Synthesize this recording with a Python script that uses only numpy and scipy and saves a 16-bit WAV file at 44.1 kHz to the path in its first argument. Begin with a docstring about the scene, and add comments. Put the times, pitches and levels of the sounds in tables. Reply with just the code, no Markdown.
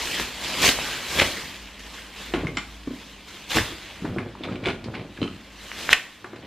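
"""A thin plastic bag is shaken open twice, close by in a small furnished room: its creases buckle
and its film billows. From 2.3 s a hand rummages in a fabric bin, where toys thud, clack and scrape.
At 3.5 s a toy slides into the bag and snaps the film taut. More rummaging follows, and at 5.9 s a
second toy drops in with the loudest snap, which briefly ducks the sound through a gain control.
A low hum lies underneath throughout."""
import sys
import numpy as np
from scipy import signal
from scipy.fft import rfft, irfft
from scipy.io import wavfile
from scipy.ndimage import uniform_filter1d

SR = 44100
rng = np.random.default_rng(int(sys.argv[2]) if len(sys.argv) > 2 else 0)


def unload_audio(sound):
    """Save the sound as a 16-bit wav file, at the path given as the first command line argument."""
    columns = np.transpose(np.atleast_2d(sound))
    # keep every value between -1 and 1, then stretch to whole-number steps
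    steps = np.round(np.clip(columns, -1, 1) * 32767)
    wavfile.write(sys.argv[1], SR, steps.astype(np.int16))


N = 284886
TIME = np.arange(N) / SR

# a toy bumps the soft bin or the bottom of the bag: (time [s], level [dB], pitch [Hz])
BUMPS = [(2.337, -24.5, 346), (2.348, -32, 295), (2.371, -29.5, 268), (2.433, -28, 309), (2.447, -23, 142),
         (2.569, -34, 279), (2.873, -27, 281), (2.906, -30.5, 260), (2.934, -39, 270), (3.571, -29, 329),
         (3.606, -23, 91), (3.72, -39, 328), (4.02, -30.5, 178), (4.044, -28.5, 301), (4.076, -32, 256),
         (4.092, -29, 121), (4.124, -30.5, 186), (4.162, -28, 344), (4.174, -26.5, 131), (4.187, -32, 252),
         (4.406, -35.5, 308), (4.486, -31.5, 294), (4.513, -31, 216), (4.546, -34, 215), (4.667, -27, 367),
         (4.678, -28, 83), (4.858, -32, 217), (4.884, -33, 127), (5.216, -24, 285), (5.225, -30.5, 140),
         (5.238, -29.5, 273), (5.2561, -35, 277), (6.242, -38, 365), (6.331, -36.5, 350)]
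# normal modes of three hollow toys: (frequency [Hz], level [dB], t60 [s])
SMALL_SHELL = [(2140, 4.5, 0.026), (2240, -1, .03), (2650, -5, .03)]
WIDE_SHELL = [(1420, -5, 0.029), (2307, -1, 0.04), (2450, -2, 0.033), (2880, 1, 0.029), (3470, -2.5, 0.024),
              (3960, -10, 0.033)]
BOXY_SHELL = [(1290, -6, .035), (2710, -3, 0.023), (3030, 4.5, 0.022), (4050, -3.5, 0.032)]


def bag_rustle(film_db=-4.5, billow_db=-1.5, fine_db=-19, calm_db=-12, bright_hz=4200,
               clump_db=0.73, rub=0.86, pitched=0.67, flutter_db=0.8, flutter_from_db=-19):
    """Buckling: creases give way in clumps over friction hiss, while the loose sheet flaps below."""
    # spectra of the crinkling, the tiniest creases and the billowing: (frequency [Hz], level [dB])
    crinkle_spectrum = [(150, -10.5), (400, -3), (780, -3.5), (1050, -2), (1350, -3.5), (1750, -0.1),
                        (2300, 0.9), (3200, 2.1), (4100, -0.5), (5200, -5), (7000, -7), (10500, -16),
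                        (13000, -17.5), (15400, -26)]
    fine_spectrum = [(1000, -26), (4000, 3), (7000, -11), (10500, -13), (13000, 2), (15400, -12)]
    billow_spectrum = [(20, -32), (45, 13), (78, 6), (120, 0.5), (180, 1.5), (300, 2), (520, -1.5),
                       (900, -13), (2000, -33), (6000, -33)]
    level, brightness, billow = handling()
    treble_gain = brightness / amp(calm_db)  # fast strokes are brighter
    buckling = crackle(per_s=2600, spread_db=1.5) + pitched * creases()
    buckling *= amp(clump_db * wander(hz=54.7))
    friction = rub * rng.standard_normal(N)
    film = unit(colour(shifting_shape(buckling + friction), crinkle_spectrum))
    treble = signal.sosfiltfilt(highpass(bright_hz), film)
    film += treble * (treble_gain - 1)
    fine = unit(colour(crackle(per_s=400, spread_db=2.2), fine_spectrum))
    film += amp(fine_db) * fine * treble_gain
    speed = level / (level + amp(flutter_from_db))
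    film *= amp(flutter_db * speed * wander(hz=170))  # a faster sheet flutters harder
    flaps = colour(crackle(per_s=1100, spread_db=3.5), billow_spectrum)
    flaps = unit(signal.sosfilt(highpass(hz=70), flaps))  # a light sheet radiates little deep bass
    return amp(film_db) * level * film + amp(billow_db) * billow * flaps


def handling(held_db=-46, held_bright_db=-21, flap_db=-42, flap_from_db=-25, flap_slope=0.93):
    """Incoherent addition: movements sum in power to give the crinkle, brightness and billow gains."""
    # the hands shift their grip: (time [s], length [s], crinkle [dB], brightness [dB])
    grips = [(0, 0.15, -24.5, -14.5), (0.45, 0.25, -24, -16.5), (0.79, 0.14, -25, -15.5),
             (1.149, 0.042, -21.5, -13.5), (1.337, 0.12, -33.5, -17), (1.61, 0.13, -44, -22),
             (1.86, 0.14, -38, -15.5), (2.2, 0.039, -33, -16.5), (2.575, 0.18, -44, -15),
             (2.933, 0.15, -41, -16.5), (3.316, 0.065, -38, -16.5), (3.603, 0.037, -29, -17.5),
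             (3.85, 0.13, -38.5, -19.5), (5.158, 0.36, -46, -18.5), (5.642, 0.047, -39, -13),
             (5.806, 0.14, -28.5, -16.5)]
    # a tug, a shake or a falling toy jerks the bag:
    # (time [s], length [s], attack [s], release [s], crinkle [dB], brightness [dB], billow [dB])
    jerks = [(0.189, 0.024, 0.0099, 0.034, -25, -14, -35), (0.644, 0.046, 0.03, 0.029, -11.5, -11.5, -24.5),
             (1.198, .004, 0.024, .0015, -13, -20, -24), (1.214, 0.014, 0.0023, .004, -10.5, -21.5, -18.5),
             (1.245, .004, .01, .03, -21, -15, -27.5), (1.794, 0.0083, 0.002, 0.019, -36.5, -16, -50),
             (1.942, 0.013, 0.013, .033, -35.5, -18, -66), (3.28, 0.0088, .008, .033, -43, -12.5, -58),
             (3.51, 0.04, 0.014, .033, -22, -15.5, -45), (3.559, 0.015, 0.0089, 0.027, -17.5, -14, -23.5),
             (5.909, 0.037, 0.005, 0.033, -18, -16, -40)]
    power, treble = amp(held_db) ** 2, amp(held_db + held_bright_db) ** 2
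    for s, length, db, bright_db in grips:
        grip = swell(s, length, attack_s=0.079, release_s=0.16)
        power += (amp(db) * grip) ** 2
        treble += (amp(db + bright_db) * grip) ** 2
    # billowing follows the crinkle by a power law
    billow = amp(flap_db) ** 2 * (power / amp(flap_from_db) ** 2) ** flap_slope
    for s, length, attack_s, release_s, db, bright_db, billow_db in jerks:
        jerk = swell(s, length, attack_s, release_s)
        power += (amp(db) * jerk) ** 2
        treble += (amp(db + bright_db) * jerk) ** 2
        billow += (amp(billow_db) * jerk) ** 2
    return np.sqrt([power, treble / power, billow])


def creases(per_s=220, spread_db=1.0, q=1.23, count=8):
    """Damped resonance: each small crease buckles and rings briefly at its own pitch."""
    resonators = [signal.iirpeak(hz, q, fs=SR) for hz in np.geomspace(900, 11000, count)]
    return unit(sum(signal.lfilter(b, a, crackle(per_s, spread_db)) for b, a in resonators))


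def shifting_shape(x, patchy_db=2.0, size=512, patch_frames=11, patch_bins=5):
    """Time-varying filtering: as the film changes shape, narrow parts of its spectrum come and go."""
    frames = dict(nperseg=size, noverlap=size * 3 // 4)
    spectra = signal.stft(x, **frames)[2]
    patches = uniform_filter1d(rng.standard_normal(spectra.shape), patch_frames, axis=1)
    patches = unit(uniform_filter1d(patches, patch_bins, axis=0))
    return signal.istft(spectra * amp(patchy_db * patches), **frames)[1][:N]


def film_snaps(rise_cycles=0.54):
    """Heavily damped oscillation: film pulled taut gives one stiff pulse of a few cycles at most."""
    # the film snaps taut: (time [s], peak level [dB], pitch [Hz], decay constant [cycles])
    snaps = [(.073, -14, 2390, 0.54), (0.1985, -7, 2240, 0.2), (.642, -10.5, 760, 0.5), (.65, -4, 3660, .7),
             (0.6908, -0.5, 3140, 0.79), (0.7886, -11.5, 780, 0.41), (1.188, -22, 533, 2.6),
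             (1.198, -2, 2500, 0.66), (1.2004, -2.5, 2110, 0.65), (1.218, -11.5, 560, 1.1),
             (1.22, -6, 1880, 0.54), (1.228, -14, 2700, 0.53), (1.795, -29, 4500, .4),
             (3.571, -1.5, 1400, 0.16), (3.5855, -8.5, 1790, 1.9), (5.7168, -16.5, 2050, 0.51),
             (5.892, -4, 1710, 0.59), (5.9296, 3.5, 1980, 1.3), (5.9313, 5, 2860, 0.87),
             (5.9322, -2.5, 1760, 1.3), (5.935, 4, 2560, 1.2)]
    out, t = np.zeros(N), np.arange(SR // 20) / SR
    for s, db, hz, decay_cycles in snaps:
        cycles = hz * t
        envelope = np.exp(-cycles / decay_cycles) * (1 - np.exp(-cycles / rise_cycles))
        pulse = envelope * np.sin(2 * np.pi * cycles)
        add(out, s, amp(db) * pulse / abs(pulse).max())
    return out


def bin_thuds(thud_db=8, rise_cycles=0.64, detune_share=0.14):
    """Modal response: the soft bin's pitch and mode spacing depend on where it is hit."""
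    # modes of the bin: (frequency [multiple of the pitch], level [dB], t60 [s])
    modes = [(.4, -13, 0.093), (0.68, -7, 0.092), (1, 5.5, 0.058), (1.25, -3.5, .04), (1.9, -4, 0.027)]
    out, t = np.zeros(N), np.arange(SR // 5) / SR
    for s, db, hz in BUMPS:
        detune = 1 + detune_share * rng.standard_normal(len(modes))
        ring = sum(damped_sine(t, hz * ratio ** stretch, mode_db, t60)
                   for (ratio, mode_db, t60), stretch in zip(modes, detune))
        onset = 1 - np.exp(-(hz * t / rise_cycles) ** 2)  # the cushioned blow builds up
        add(out, s, amp(db + thud_db) * ring * onset)
    return out


def toy_clacks(clack_db=-2, rattle_t60=0.12, crack=1.2, crack_s=0.0032, shell_q=4.4, shell_t60=0.036,
               tick_db=-16.5, tick_hz=1170, tick_tone=1.1, tick_ring_db=-30, size=4096):
    """Hard impact: toys meet with a crack that excites a rattle, the shell's modes and small parts."""
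    # toys collide: (time [s], level [dB], pitch [Hz], shell to rattle [ratio], small parts [dB])
    clacks = [(2.337, -23, 1880, 0.47, -33), (2.347, -34, 2130, 0.94, -25), (2.57, -20, 2090, 0.95, -3),
              (2.582, -30, 2830, 0.3, 0), (4.05, -32.5, 1410, 0.39, -25), (4.16, -38, 806, 0.6, -30),
              (4.184, -27, 1520, 0.47, -26), (4.351, -39.5, 880, 1, -30), (4.484, -37, 1330, 1.4, -30),
              (4.841, -37.5, 3330, .4, -8), (4.939, -37, 1500, 0.64, -24), (4.951, -33.5, 2400, 1.4, -24),
              (5.174, -38, 1700, 0.88, -22), (5.929, -16, 2380, 0.48, 8), (6.243, -29, 1170, 0.24, -19),
              (6.329, -39.5, 1240, 0.43, -20.5), (6.36, -40, 2400, 0.41, -11)]
    # spectrum of hard plastic: (frequency [multiple of the pitch], level [dB])
    plastic = [(.08, -41), (.3, 1), (.65, 11), (0.998, 8), (1.35, 10), (1.9, 4), (2.6, -7), (5, -17)]
    # modes of a toy's small hard parts: (frequency [Hz], level [dB], t60 [s])
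    small_parts = [(3050, -1, 0.03), (4480, -7, .025), (5250, 0, .02), (5530, 1, 0.02), (7080, 5, 0.02),
                   (7360, 5, 0.02)]
    # dulling by the fabric around the toys: (frequency [Hz], gain [dB])
    muffling = [(1000, 1), (3700, -2.5), (4700, -1.5), (7300, -9.5), (9000, -3), (15000, -42)]
    out, t = np.zeros(N), np.arange(size) / SR
    decay = amp(-60 * t / rattle_t60) + crack * np.exp(-t / crack_s)
    # each bump also draws a dull tick from the toy itself
    ticks = [(s, db + tick_db, tick_hz * 2 ** rng.normal(0, 0.15), tick_tone, tick_ring_db)
             for s, db, _ in BUMPS]
    for s, db, hz, tone, ring_db in clacks + ticks:
        spectrum = [(ratio * hz, level) for ratio, level in plastic]
        rattle = unit(colour(rng.choice([-1, 1], size), spectrum) * decay)
        resonance = signal.iirpeak(hz, shell_q, fs=SR)
        shell = signal.filtfilt(*resonance, rng.standard_normal(size), padtype="even")
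        shell = unit(shell * amp(-60 * t / shell_t60))
        parts = unit(sum(damped_sine(t, part_hz * rng.normal(1, 0.0081), part_db, t60)
                         for part_hz, part_db, t60 in small_parts))
        body = unit(rattle + tone * shell) + amp(ring_db) * parts
        add(out, s, amp(db + clack_db) * strike(body, t, contact_s=0.00084))
    return colour(out, muffling)


def toy_knocks(rattle_db=-9, rattle_t60=0.097, pair_share=0.031, uneven_db=2.0, size=4096):
    """Beating modes: a struck hollow toy rattles briefly and rings in close pairs of frequencies."""
    # a hollow toy is struck: (time [s], level [dB], tilt [dB/octave], shell [table of modes])
    knocks = [(2.4695, -29, 4, SMALL_SHELL), (4.436, -34.5, 13, WIDE_SHELL), (4.556, -39, 0, WIDE_SHELL),
              (4.64, -36, -6, WIDE_SHELL), (4.657, -25.5, 1, WIDE_SHELL), (4.669, -28, 6, WIDE_SHELL),
              (4.684, -27.5, -9, WIDE_SHELL), (5.216, -35.5, 10, BOXY_SHELL), (5.229, -31, 3, BOXY_SHELL),
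              (5.24, -40, 4, BOXY_SHELL), (5.277, -37, -11, BOXY_SHELL)]
    # spectrum of its rattle: (frequency [Hz], level [dB])
    rattle_spectrum = [(300, -32), (900, 3.5), (2500, 6.5), (3600, -4), (5000, -6), (9000, -16.5),
                       (15000, -43)]
    out, t = np.zeros(N), np.arange(size) / SR
    for s, db, tilt_db, modes in knocks:
        ring = np.zeros(size)
        for hz, mode_db, t60 in modes:
            struck_db = mode_db + tilt_db * np.log2(hz / 1000) + uneven_db * rng.standard_normal()
            twin_hz = hz * (1 + pair_share * rng.standard_normal())
            twin = .5 * np.sin(2 * np.pi * (twin_hz * t + rng.random()))
            ring += amp(struck_db - 60 * t / t60) * (np.sin(2 * np.pi * hz * t) + twin)
        rattle = colour(rng.choice([-1, 1], size) * amp(-60 * t / rattle_t60), rattle_spectrum)
        body = unit(ring) + amp(rattle_db) * unit(rattle)
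        add(out, s, amp(db) * strike(body, t, contact_s=0.00033))
    return out


def rummage(cloth_db=5.5, grate_db=-6, catch_db=4, slip_limit=9):
    """Stick-slip friction: shoved toys bump along the fabric and grate over each other in fits."""
    # toys are pushed around, and toy slides over toy: (time [s], length [s], level [dB])
    shoves = [(2.363, 0.16, -39.5), (4.052, 0.21, -41.5), (4.47, 0.09, -39.5), (4.669, 0.02, -34),
              (4.871, 0.15, -41.5), (5.23, 0.041, -40), (6.27, 0.23, -47.5)]
    scrapes = [(2.34, 0.082, -35), (4.445, 0.015, -31.5), (4.525, 0.009, -34), (4.66, 0.055, -26.5),
               (4.944, 0.014, -35), (4.988, 0.032, -40), (5.245, .025, -40), (6.434, 0.016, -38.5)]
    # spectra of the bin's fabric and of plastic on plastic: (frequency [Hz], level [dB])
    cloth_spectrum = [(25, -34), (62, -12), (90, 14), (150, 7), (215, 9.5), (330, 9.5), (480, 5),
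                      (750, -5.5), (1500, -15.5), (4000, -42), (15000, -66)]
    grate_spectrum = [(300, -18), (700, 22), (1200, 14), (2400, 17.5), (4100, 9.5), (4900, 2.5),
                      (8000, -22), (15000, -25)]
    pushed = sum(amp(db) * swell(s, length, attack_s=0.037, release_s=0.048) for s, length, db in shoves)
    scraped = sum(amp(db) * swell(s, length, attack_s=0.018, release_s=0.017)
                  for s, length, db in scrapes)
    bumps = unit(colour(crackle(per_s=1100, spread_db=4.0), cloth_spectrum))
    slips = np.tanh(crackle(per_s=1600, spread_db=-6.5) / slip_limit)
    catching = amp(catch_db * np.tanh(wander(hz=90)))
    grating = unit(colour(slips, grate_spectrum) * catching)
    return amp(cloth_db) * pushed * bumps + amp(grate_db) * scraped * grating


def background(air_db=-54, waver_db=0.5, drift_rad=0.15,
               drone_hz=53.8, drone_db=-5, throb_db=-2.0, drone_drift_rad=0.96):
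    """Amplitude and phase modulation: a faint hum wavers and a deep drone throbs over the room air."""
    # lines of the hum and spectrum of the still room: (frequency [Hz], level [dB])
    hum_lines = [(199.2, -57), (301.5, -62), (1055, -66.5)]
    air_spectrum = [(20, -10), (40, -8), (75, 3), (110, -5), (250, -0.5), (500, -9.5), (1000, -7.5),
                    (3000, -23), (5000, -34), (9000, -45), (15000, -55)]
    # slow course of the drone: (time [s], level [dB])
    drone_levels = [(0.0, -48), (1.45, -54), (1.65, -43), (2.09, -48), (2.4, -38), (2.9, -42.5),
                    (3.3, -53.5), (3.9, -48), (5.7, -48.5), (6.0, -68), (6.46, -65)]
    hum = 0
    for hz, db in hum_lines:
        gain = amp(db + waver_db * wander(hz=0.84))
        hum += gain * np.sin(2 * np.pi * hz * TIME + drift_rad * wander(hz=3.7))
    course_db = np.interp(TIME, *np.transpose(drone_levels))
    throb = amp(drone_db + course_db + throb_db * wander(hz=5.2))
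    drone = throb * np.sin(2 * np.pi * drone_hz * TIME + drone_drift_rad * wander(hz=5.2))
    air = unit(colour(rng.standard_normal(N), air_spectrum))
    return np.sqrt(2) * (hum + drone) + amp(air_db) * air


def room(x, gap_s=0.0073, size=256):
    """Reverberation: diffuse reflections start after a short gap and decay band by band."""
    # reverberation time of the room: (frequency [Hz], t60 [s])
    decay_times = [(100, 0.63), (660, 0.37), (1740, 0.41), (4600, 0.27), (14000, 0.42)]
    t = np.arange(SR // 2) / SR
    hz, s, spectra = signal.stft(rng.standard_normal(len(t)) * (t > gap_s), SR, nperseg=size)
    decay = amp(-60 * s / at_hz(decay_times, hz)[:, None])
    tail = signal.istft(spectra * decay, SR, nperseg=size)[1]
    return signal.fftconvolve(x, tail / np.linalg.norm(tail))[:N]


def stereo(mid, toys, direct_db=-3, diffuse_db=-5, toy_echo_db=-18, air_db=-67, size=2048):
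    """Decorrelation: two close microphones share the bass but differ in treble, toy echoes and air."""
    # side signal against mid: (frequency [Hz], gain [dB])
    width = [(60, -62), (200, -38), (380, -19), (700, -20), (1290, -70), (2400, -79), (3400, -16),
             (4600, -4.5), (8100, 0.5), (11000, 8), (15000, -4)]
    # room air that differs between the microphones: (frequency [Hz], level [dB])
    air_spectrum = [(30, -44), (100, -12), (280, -5), (500, -15), (900, -14.5), (1500, -27), (3000, -31),
                    (15000, -66)]
    t = np.arange(size) / SR
    scatter = rfft(rng.standard_normal(size) * np.exp(-t / .009) * (t > .001))
    allpass = np.roll(irfft(scatter / abs(scatter)), size // 2)  # each frequency has its own delay
    direct = amp(direct_db) * signal.oaconvolve(mid, allpass, "same")
    side = colour(direct + amp(diffuse_db) * room(mid), width)
    side += amp(toy_echo_db) * room(toys)
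    side += amp(air_db) * unit(colour(rng.standard_normal(N), air_spectrum))
    return np.array([mid + side, mid - side])


def gain_control(x, sense_s=0.012, threshold_db=-16, recover_db_per_s=12):
    """Compression: the gain drops quickly by the excess over a threshold and recovers slowly."""
    pole = np.exp(-1 / (sense_s * SR))
    smoother = [1 - pole], [1, -pole]
    power_db = 10 * np.log10(signal.lfilter(*smoother, (x ** 2).mean(0)) + 1e-12)
    recovery_db = TIME * recover_db_per_s
    held_db = np.maximum.accumulate(power_db + recovery_db) - recovery_db
    excess_db = np.maximum(held_db - threshold_db, 0)
    return x * amp(-signal.lfilter(*smoother, excess_db))


def strike(body, t, contact_s):
    """Finite contact time rounds the onset of a hit; its first 10 ms are scaled to rms 1."""
    hit = body * (1 - np.exp(-(t / contact_s) ** 2))
    return hit / np.std(hit[:SR // 100])


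def damped_sine(t, hz, db, t60):
    """Free vibration of one mode, falling 60 dB in t60 seconds."""
    return amp(db - 60 * t / t60) * np.sin(2 * np.pi * hz * t)


def swell(start, length, attack_s, release_s):
    """Exponential envelope of a movement: it builds up to its start, holds at 1, then dies away."""
    return np.exp(np.minimum(TIME - start, 0) / attack_s
                  - np.maximum(TIME - start - length, 0) / release_s)


def crackle(per_s, spread_db):
    """Poisson process: sparse impulses of random sign and size, at rms 1."""
    size = amp(spread_db * np.minimum(rng.exponential(1, N), 4))
    return unit(size * rng.choice([-1, 1], N) * (rng.random(N) < per_s / SR))


def wander(hz):
    """Low-pass noise of rms 1 that changes about hz times a second."""
    rolloff = 1 + (np.fft.rfftfreq(N, 1 / SR) / hz) ** 4
    return unit(irfft(rfft(rng.standard_normal(N)) / rolloff, N))


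def colour(x, points, size=4096):
    """Minimum-phase filter with the given spectrum, so that clicks keep their sharp fronts."""
    log_gain = np.log(amp(at_hz(points, abs(np.fft.fftfreq(size, 1 / SR)))))
    taps = np.fft.ifft(np.exp(np.conj(signal.hilbert(log_gain)))).real
    return signal.oaconvolve(x, taps[:size // 2])[:len(x)]


def highpass(hz):
    """Coefficients of a second-order high-pass."""
    return signal.butter(2, hz, "high", fs=SR, output="sos")


def at_hz(points, hz):
    """Interpolation on a log-frequency axis."""
    frequency, value = np.transpose(points)
    return np.interp(np.log(hz + 1), np.log(frequency), value)


def amp(db):
    """Decibels to amplitude ratio."""
    return 10 ** (np.asarray(db) / 20)


def unit(x):
    """Normalisation to rms 1."""
    return x / np.sqrt(np.mean(x ** 2) + 1e-20)


def add(mix, s, sound):
    """Superposition of a sound on the mix at time s."""
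    part = mix[max(0, round(s * SR)):][:len(sound)]
    part += sound[:len(part)]


def scene(film_room_db=-8, snap_room_db=-7, bin_room_db=-10, toy_room_db=-6):
    """Direct and reverberant sound add up; the near bag and the farther bin have their own echoes."""
    film, snaps = bag_rustle(), film_snaps()
    fabric_bin = bin_thuds() + rummage()
    toys = toy_clacks() + toy_knocks()
    echo = room(amp(film_room_db) * film) + room(amp(snap_room_db) * snaps)
    echo += room(amp(bin_room_db) * fabric_bin + amp(toy_room_db) * toys)
    return stereo(film + snaps + fabric_bin + toys + echo + background(), toys)


def record(dry, edge_hz=15600):
    """Overload: the hardest snap clips and ducks what follows; a low-pass then limits the band."""
    clipped = np.clip(gain_control(dry), -1, 1)
    lowpass = signal.firwin(511, edge_hz, window=("kaiser", 9), fs=SR)
    return signal.oaconvolve(clipped, lowpass[None], "same")


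dry = scene()
out = record(dry)
unload_audio(out)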